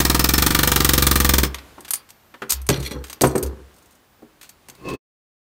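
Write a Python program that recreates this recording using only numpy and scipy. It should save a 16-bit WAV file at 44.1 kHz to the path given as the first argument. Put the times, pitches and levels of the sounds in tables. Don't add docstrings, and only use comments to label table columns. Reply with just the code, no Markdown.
import sys
import numpy as np
from scipy import signal
from scipy.fft import rfft, irfft, next_fast_len
from scipy.io import wavfile
from scipy.ndimage import map_coordinates

SR = 44100
rng = np.random.default_rng(int(sys.argv[2]) if len(sys.argv) > 2 else 0)


def put_to_file(sound):
    columns = np.atleast_2d(sound).T
    safe = np.clip(columns, -1, 1)
    whole_steps = np.round(safe * 32767)
    wavfile.write(sys.argv[1], SR, whole_steps.astype(np.int16))


N = 243429
TIME = np.arange(N) / SR
AGE = np.arange(SR // 2) / SR
BOOM_HZ = 66
STROKE_SCATTER_DB = 0.9

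# frequency in Hz, relative density in dB per Hz.
CLACK_HIGH = [(2060, -51), (3500, -17), (4210, -10.5), (4540, -3.5), (5360, -8.5), (6280, -1.5),
              (7460, -4.5), (8580, -0.5), (9740, -8), (11900, -10.5), (13000, 0), (14100, -14.5),
              (16000, -10)]
# frequency in Hz, relative density in dB per Hz.
CLACK_LOW = [(400, -14), (1200, -4), (2000, -4), (4000, -4.5), (6000, -14), (12000, -40.5)]


def amp(db):
    return 10 ** (np.asarray(db) / 20)


def unit(x):
    return x / np.sqrt(np.mean(x ** 2) + 1e-20)


def along(points, hz):
    f, v = np.transpose(points)
    return np.interp(np.log(hz + 1), np.log(f + 1), v)


def level(rows, axis=1):
    rows = np.asarray(rows)
    return amp(np.interp(TIME, rows[:, 0], rows[:, axis], left=-200, right=-200))


def colour(x, spectrum):
    size = next_fast_len(len(x))
    gain = amp(along(spectrum, np.fft.rfftfreq(size, 1 / SR)))
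    return unit(irfft(rfft(x, size) * gain, size)[:len(x)])


def noise(spectrum, size=len(AGE)):
    return colour(rng.standard_normal(size), spectrum)


def wobble(rate):
    knots = rng.standard_normal(int(N * rate / SR) + 4)
    return map_coordinates(knots, [TIME * rate])


def fade(t60, attack):
    decay = np.exp(-np.log(1000) * AGE / max(t60, 1e-3))
    return decay * (1 - np.exp(-AGE / max(attack, 1e-5)))


def ring(modes, scatter_db, detune, attack, free=1):
    total = 0
    for hz, db, t60 in modes:
        strength = amp(db + scatter_db * rng.normal())
        pitch = hz * (1 + detune * rng.normal())
        total = total + strength * fade(t60 * free, attack) * np.sin(2 * np.pi * pitch * AGE)
    return total


def add(track, s, sound):
    start = max(round(s * SR), 0)
    track[start:start + len(sound)] += sound[:max(N - start, 0)]


def hammer():
    # frequency in Hz, relative level in dB, t60 in s.
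    body_modes = [(138.2, -5, 0.22), (166.2, -12, 0.22), (202.4, -5, 0.13), (234, -5.5, 0.079),
                  (284.2, 3, 0.049), (338, -25.5, 0.055), (486, -15, 0.16), (862, -9.5, 0.041),
                  (1193, -13, 0.042), (1307, -22, .04), (1851, -17.5, 0.089), (3540, -23, 0.065),
                  (3960, -20.5, 0.11), (12100, -14, 0.1)]
    # frequency in Hz, relative level in dB, t60 in s.
    iron_modes = [(404, -3, 0.073), (693.5, -8.5, 0.034), (935, -7.5, 0.068), (1196, -4.5, 0.11),
                  (1846, -0.5, .05), (2352, -7, 0.1), (3220, -7.5, 0.067), (3580, -6.5, 0.08),
                  (4150, -4.5, 0.086), (5270, -4, 0.13), (8380, -7.5, 0.076)]
    # frequency in Hz, relative density in dB per Hz.
    steel_blow = [(880, -26.5), (1500, -12), (1830, -1), (2120, -9.5), (2560, -11), (3590, -4), (4690, -11),
                  (6240, -3), (7610, -7.5), (8740, -2.5), (10300, -9.5), (12500, -3), (16000, -3)]
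    copper_blow = [(150, -34), (400, 3.5), (600, -5), (720, -4.5), (880, 2.5), (1020, -2.5), (1250, 3),
                   (1900, -6), (2150, -8), (2450, -9.5), (4000, -5.5), (7000, -16.5), (16000, -26.5)]
    tip_bite = [(700, -20), (1500, -2), (2300, -9.5), (3800, -2.5), (5000, -5.5), (8000, -15.5),
                (16000, -17.5)]
    exhaust = [(300, -11.5), (900, 2.5), (2500, -3), (6500, -3), (9000, -3), (11000, -10.5), (16000, 1)]
    bite_s, rebound_s, return_s = 0.0037, 0.0059, 0.034

    out = np.zeros(N)
    steel, copper, bite, rebound, air = map(recurring, (steel_blow, copper_blow, tip_bite, steel_blow, exhaust))
    puff = np.exp(-0.5 * ((AGE - 0.018) / 0.004) ** 2)
    leak = np.exp(-0.5 * ((AGE - 0.028) / 0.012) ** 2)
    puff = puff + amp(-7) * leak
    for s, db, thump_db, iron_db in strokes():
        add(out, s, amp(db - 1.5) * next(steel) * fade(t60=0.023, attack=0.0011))
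        copper_db = -16.5 + STROKE_SCATTER_DB * rng.normal()
        add(out, s, amp(copper_db) * next(copper) * fade(t60=0.087, attack=0.002))

        bite_db = 1 + 2 * rng.normal()
        add(out, s + bite_s, amp(bite_db) * next(bite) * fade(t60=0.0045, attack=0.00063))
        iron = ring(iron_modes, scatter_db=3, detune=0.003, attack=0.0003)
        add(out, s + bite_s, amp(iron_db) * iron)

        rebound_db = db - 5 + STROKE_SCATTER_DB * rng.normal()
        add(out, s + rebound_s, amp(rebound_db) * next(rebound) * fade(t60=0.018, attack=0.0008))
        add(out, s, amp(-23) * next(air) * puff)
        turn_back = amp(-31) * noise(CLACK_HIGH) * fade(t60=0.023, attack=0.0016)
        add(out, s + return_s + 0.0034 * rng.normal(), turn_back)

        recoil = ring(body_modes, scatter_db=1.5, detune=0.001, attack=0.0008)
        add(out, s + 0.00073, -amp(thump_db + 4.5) * recoil)
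        bench_boom = np.sin(2 * np.pi * BOOM_HZ * AGE) * fade(t60=0.47, attack=0.0021)
        add(out, s + 0.0024, -amp(-19) * bench_boom)
    return out


def strokes():
    # time in seconds, rate in strokes a second.
    stroke_rate = [(0, 20.75), (.32, 21.01), (.37, 23.93), (.55, 23.86), (.9, 22.73), (1.37, 22),
                   (1.39, 19.8)]
    # time in seconds, then the relative levels in dB of the
    press = [(0.102, -4, -19.5, -24), (.45, -0.5, -20, -22.5), (.95, -0.5, -21.5, -25.5),
             (1.35, -0.5, -21.5, -28)]
    # time in seconds, change of the blow in dB.
    gives = [(.505, -9), (.589, -2.5), (.802, -5.5), (1.432, -4)]
    first_stroke_s, release_s = 0.0014, 1.45

    turns = np.cumsum(np.interp(TIME, *np.transpose(stroke_rate))) / SR
    whole_turns = np.arange(np.interp(release_s, TIME, turns))
    times = first_stroke_s + np.interp(whole_turns, turns, TIME)
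    at, steel_db, thump_db, iron_db = np.transpose(press)
    steel = np.interp(times, at, steel_db) + STROKE_SCATTER_DB * rng.standard_normal(len(times))
    for s, db in gives:
        steel[np.argmin(np.abs(times - s))] += db
    return zip(times, steel, np.interp(times, at, thump_db), np.interp(times, at, iron_db))


def recurring(spectrum):
    # frequency in Hz, likeness from 0 to 1.
    likeness = [(400, .76), (3500, .76), (7000, .45), (14000, .25)]
    alike = along(likeness, np.fft.rfftfreq(len(AGE), 1 / SR))
    pattern = rfft(rng.standard_normal(len(AGE)))
    while True:
        fresh = rfft(rng.standard_normal(len(AGE)))
        pattern = alike * pattern + np.sqrt(1 - alike ** 2) * fresh
        yield colour(irfft(pattern, len(AGE)), spectrum)


def clinks():
    # start in seconds, relative level in dB, relative level
    # of the holder's ring in dB.
    touches = [(1.806, -27.5, -45), (1.886, -27, -46), (1.9066, -8, -42), (1.9346, -7, -17.5),
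               (1.939, -9.5, -29), (1.955, -19, -45), (2.616, -30, -44), (2.666, -24.5, -37.5),
               (3.271, -23, -20), (3.356, -15.5, -21), (3.379, -14, -27), (3.427, -15, -37),
               (3.433, -15, -33)]
    # frequency in Hz, relative level in dB, t60 in seconds
    chisel_modes = [(4710, -39, 0.35), (9440, -2.5, 0.048), (11400, -14.5, 0.055), (12800, -7.5, 0.049),
                    (14920, -23, 0.09)]
    holder_modes = [(8440, -0.5, 0.045), (6100, -14.5, .035)]
    set_down_s = 2.6
    free_in_air, free_on_bench = 0.93, 0.57

    out = np.zeros(N)
    for s, db, holder_db in touches:
        free = free_in_air if s < set_down_s else free_on_bench
        tone = ring(chisel_modes, scatter_db=4.5, detune=0.00088, attack=0.0004, free=free)
        tick = amp(-3) * noise(CLACK_HIGH) * fade(t60=0.036, attack=0.0015)
        tick = tick + amp(-13) * noise(CLACK_LOW) * fade(t60=0.031, attack=0.00027)
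        holder = ring(holder_modes, scatter_db=1, detune=0.0016, attack=0.0013)
        add(out, s, amp(db - 5) * (tone + tick) + amp(holder_db + 3.5) * holder)
    return out


def clacks():
    # start in seconds, relative level in dB, relative
    # level of the lower band in dB, rise in seconds, t60 in seconds.
    contacts = [(1.5444, -22.5, 1, 0.00051, 0.037), (1.584, -39.5, 6.5, 0.0008, 0.057),
                (2.0896, -41, -5, 0.00076, 0.061), (2.104, -29.5, -11, 0.00049, 0.026),
                (2.4938, -8, -12, 0.011, 0.09), (2.5036, 0, -24.5, 0.0025, 0.035),
                (2.5208, -2, -15.5, 0.00073, 0.025), (2.53, -14.5, -13, 0.00078, 0.053),
                (2.6895, -1, -7.5, 0.00078, 0.017), (2.6983, -13, -0.5, 0.0012, 0.044),
                (2.7416, -26.5, 9, 0.00054, 0.021), (2.801, -31, -8, .0006, 0.067),
                (2.827, -31, -3, .0006, 0.096), (2.864, -34, -4, .001, 0.046),
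                (2.917, -30.5, -3, .001, 0.051), (3.04, -31, -4, 0.00034, 0.07),
                (3.0979, -28.5, -5, .0006, 0.071), (3.1287, -23.5, -6.5, 0.00069, 0.035),
                (3.21, -15, 1.5, 0.00049, 0.018), (3.2125, -17.5, -12, .003, .04),
                (3.2162, -3, -18, 0.0014, .034), (3.243, -22.5, -23, 0.00056, 0.19),
                (3.311, -31, -12, .001, 0.032), (3.461, -30.5, -14, .0006, 0.064),
                (4.4423, -45, -2.5, 0.00055, 0.15), (4.4916, -33, -11, 0.00054, 0.049),
                (4.6853, -30, -8.5, 0.00049, 0.033), (4.698, -30, -5.5, 0.00052, 0.026),
                (4.751, -41, -4, .0006, 0.031), (4.886, -32.5, 1, 0.00091, 0.053),
                (4.899, -33.5, -2, .001, 0.063), (4.936, -36, -3, 0.00084, 0.043)]
    # frequency in Hz, relative level in dB, t60 in seconds.
    barrel_modes = [(6250, -5, 0.025), (8540, 0, 0.04), (12900, -5, 0.03)]
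    out = np.zeros(N)
    for s, db, low_db, rise, t60 in contacts + rattles():
        dense = noise(CLACK_HIGH) + amp(low_db + 3.5) * noise(CLACK_LOW)
        barrel = amp(-15.5) * ring(barrel_modes, scatter_db=7.5, detune=0.004, attack=0.00092)
        add(out, s, amp(db - 4) * (dense * fade(t60, rise) + barrel))
    return out


def rattles():
    # start in seconds, length in seconds, relative level in dB, relative
    # level of the lower band in dB.
    spells = [(1.841, .05, -34, -2), (3.047, 0.05, -39, -5), (3.714, .26, -48.5, -28),
              (4.4, 0.047, -36, -4.5)]
    contacts_per_s, scatter_db, rise_s, t60_s = 32, 0.5, 0.00044, 0.062
    rows = []
    for start, length, db, low_db in spells:
        count = max(round(length * contacts_per_s), 1)
        times = start + length * (np.arange(count) + rng.random(count)) / count
        rows += [(s, db + scatter_db * rng.normal(), low_db, rise_s, t60_s) for s in times]
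    return rows


def knocks():
    # start in seconds, relative level in dB, relative level of the slap in dB,
    # centre of the slap in Hz, relative level of the thump in dB.
    blows = [(1.78, -34, -7, 1040, -20), (2.34, -43.5, 6, 1590, -21.5), (2.419, -23.5, -1.5, 1520, -21.5),
             (2.691, -8, -8.5, 800, -8.5), (2.779, -34.5, -14, 1160, 11), (2.916, -26.5, -15, 1501, -15.5),
             (2.957, -32.5, -13.5, 945, -2.5), (3.213, -9.5, -11, 600, -16.5), (3.236, -2.5, -6, 900, -14),
             (3.352, -7.5, -12.5, 830, -19), (3.425, -19.5, -23, 689, -25), (4.222, -33.5, -12.5, 710, -25),
             (4.686, -42.5, -3, 900, -14)]
    # frequency in Hz, relative level in dB, t60 in seconds.
    board_modes = [(239, -4.5, 0.16), (298.3, 0.5, 0.1), (336.8, -2.5, 0.13), (387, 1.5, 0.11),
                   (440, -3, 0.099), (526.4, -1.5, 0.098), (623, -14.5, 0.11), (870, -14, 0.048)]
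    # multiple of its centre frequency, relative density in dB per Hz.
    slap_shape = [(.2, -17.5), (.55, -1), (1, 3), (1.5, -5), (2.4, -13), (4, -24.5), (11, -29.5)]
    frame_modes = [(133.6, 0.3, 0.22), (165.3, -3.5, 0.15)]  # Hz, relative dB, t60 in s
    heavy_db = -12
    bounce_s, bounce_loss_db, bounce_dull_db = 0.02, 14.5, 16.5

    out = np.zeros(N)
    bounces = [(s + bounce_s, db - bounce_loss_db, slap_db - bounce_dull_db, hz, thump_db)
               for s, db, slap_db, hz, thump_db in blows if db > heavy_db]
    for s, db, slap_db, slap_hz, thump_db in blows + bounces:
        boards = amp(-4.5) * ring(board_modes, scatter_db=1.5, detune=0.049, attack=0.003)
        spectrum = [(k * slap_hz, gain_db) for k, gain_db in slap_shape]
        slap = amp(slap_db + 2) * noise(spectrum) * fade(t60=0.083, attack=0.001)
        thump = amp(thump_db + 5.5) * ring(frame_modes, scatter_db=1.5, detune=0.0057, attack=0.0061)
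        add(out, s, amp(db) * (boards + slap + thump))
    return out


def slips(rate):
    happens = rng.random(N) < rate / SR
    return rng.standard_normal(N) * happens * amp(3.8 * wobble(rate=90))


def drags():
    # start in seconds, relative level of the
    # rumble in dB, relative level of the grit in dB, rise of the grit in seconds, its t60 in seconds.
    skids = [(2.712, -26, -27.5, .005, 0.36), (2.79, -48, -39, 0.022, .2), (2.847, -44, -20, 0.018, .1),
             (2.861, -50.5, -21.5, 0.0023, .05), (2.908, -33, -29.5, .004, 0.14),
             (3.262, -46.5, -40.5, .005, 0.28), (3.352, -31, -60, .005, .26),
             (3.424, -31.5, -47, .005, .26)]
    # frequency in Hz, relative density in dB per Hz.
    rumble = [(59, -37.5), (100, 6.5), (124, 1), (252, 3), (355, 5), (506, 3), (654, -29), (858, -6.5),
              (1700, -13.5), (2390, -35.5), (3000, -29), (3900, -44), (6600, -120)]
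    grit = [(880, -55), (1500, -14.5), (2370, -5.5), (2690, -20), (4200, -3.5), (5070, -19.5), (12100, -13),
            (16000, -32.5)]
    # frequency in Hz, relative level in dB, t60 in seconds.
    steel_modes = [(2030, 0.5, .025), (2390, 3.5, .035), (2730, -4, .015), (3400, -8, .03),
                   (4260, -1, 0.025), (5780, -1.5, 0.025), (8300, -9, 0.021)]

    rocking, sliding = np.zeros(N), np.zeros(N)
    for s, rumble_db, grit_db, rise, t60 in skids:
        add(rocking, s, amp(rumble_db) * fade(t60=0.49, attack=0.0046))
        add(sliding, s, amp(grit_db) * fade(t60, rise))
    steel = ring(steel_modes, scatter_db=5, detune=0.003, attack=0.0004)
    singing = signal.fftconvolve(slips(rate=420), steel)[:N]
    scrape = amp(-5) * colour(slips(rate=3800), grit) + amp(-2.5) * unit(singing)
    return rocking * colour(slips(rate=1200), rumble) + sliding * scrape


def shove():
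    # time in seconds, relative level in dB.
    slide = [(4.76, -67), (4.805, -49), (4.838, -41), (4.855, -30), (4.90, -26), (4.945, -28), (4.98, -49)]
    # frequency in Hz, relative density in dB per Hz.
    scrape = [(24, -42), (40, -21), (67, 4), (91, -41), (128, 3.5), (257, -11), (298, 1), (676, -17),
              (1060, -22), (1420, -34), (2640, -40), (3140, -37), (4450, -30), (4910, -32), (15000, -55)]
    # frequency in Hz, relative level in dB, t60 in seconds.
    judder_modes = [(312, 0, 0.07), (400, -4, 0.04), (1060, -4.5, 0.055), (1750, -16, .05),
                    (2100, -16, 0.05), (2600, -9, 0.045), (3390, -19, .04), (4320, -19, .03)]
    modes = ring(judder_modes, scatter_db=2, detune=0, attack=0.00041)
    judder = signal.fftconvolve(rng.standard_normal(N), modes)[:N]
    return level(slide) * (amp(-2.5) * noise(scrape, size=N) + amp(-3) * unit(judder))


def boom():
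    # start in seconds, level in dB, hold in seconds.
    shifts = [(2.519, -30.5, 0.078), (2.663, -26.5, 0.0042), (2.774, -29, 0.024), (2.927, -32, 0.043),
              (3.227, -28, 0.021), (3.417, -24.5, .025), (3.583, -43, 0.02)]
    rise_s, fall_db_per_s = 0.041, 219
    swell = np.zeros(N)
    for s, db, hold in shifts:
        fall_db = fall_db_per_s * np.maximum(TIME - s - rise_s - hold, 0)
        rise = np.clip((TIME - s) / rise_s, 0, 1)
        swell = np.maximum(swell, amp(db - fall_db) * rise)
    hz = BOOM_HZ + 1.6 * wobble(rate=3.6)
    return swell * unit(np.sin(2 * np.pi * np.cumsum(hz) / SR))


def workshop(x):
    # frequency in Hz, t60 in seconds.
    room_t60 = [(100, 0.51), (500, 0.51), (2000, 0.34), (8000, 0.087), (16000, 0.14)]
    reflections = noise([(90, -28.5), (300, -1.5), (1500, -5), (5000, -4), (16000, -1)])
    hz, t, z = signal.stft(reflections, SR, nperseg=256)
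    decay = np.exp(-np.log(1000) * t / along(room_t60, hz)[:, None])
    tail = signal.istft(z * decay, SR, nperseg=256)[1]
    delayed = np.pad(tail, (SR // 200, 0))
    return signal.fftconvolve(x, delayed / np.linalg.norm(tail))[:N]


def background():
    # time in seconds, centre frequency in Hz, mean level in dB.
    whine_path = [(1.5, 14010, -66), (2.3, 14200, -66), (3.3, 14300, -64), (3.6, 14700, -70.5),
                  (4.72, 15000, -68), (4.8, 15350, -65), (4.96, 15400, -66)]
    # frequency in Hz, relative density in dB per Hz.
    air = [(15, -57.5), (25, -24), (43, -5.5), (92, -5), (127, -8), (242, -7.5), (439, -11), (1160, -12.5),
           (2410, -18.5), (3250, -20), (5880, -24.5), (14400, -29), (16000, -36.5)]
    # time in seconds, mean level in dB.
    ambience = [(0, -46), (1.7, -49), (2.1, -56.5), (3.7, -54), (4.05, -58), (4.6, -57), (4.95, -51)]
    hz = np.interp(TIME, *np.transpose(whine_path)[:2]) + 45 * wobble(rate=250) + 50 * wobble(rate=7)
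    whine = level(whine_path, axis=2) * amp(3 * wobble(rate=6)) * np.sin(2 * np.pi * np.cumsum(hz) / SR)
    return level(ambience) * amp(0.27 * wobble(rate=10)) * noise(air, size=N) + whine


def scene():
    tool = hammer()
    metal = clinks() + clacks()
    wood = knocks() + drags() + shove()
    room = workshop(amp(-14) * tool + amp(-10) * metal + amp(-13) * wood)
    return (tool + metal + wood + room + boom() + background())[None]


def record(dry):
    end_s, fade_db_per_s, top_hz = 4.955, 1400, 15780
    rounded = dry / (1 + np.abs(dry) ** 6) ** (1 / 6)
    live = amp(-np.clip((TIME - end_s) * fade_db_per_s, 0, 200))
    low_pass = signal.firwin(301, top_hz, fs=SR, window="blackman")
    return signal.fftconvolve(rounded * live, low_pass[None], mode="same", axes=1)


dry = scene()
out = record(dry)
put_to_file(out)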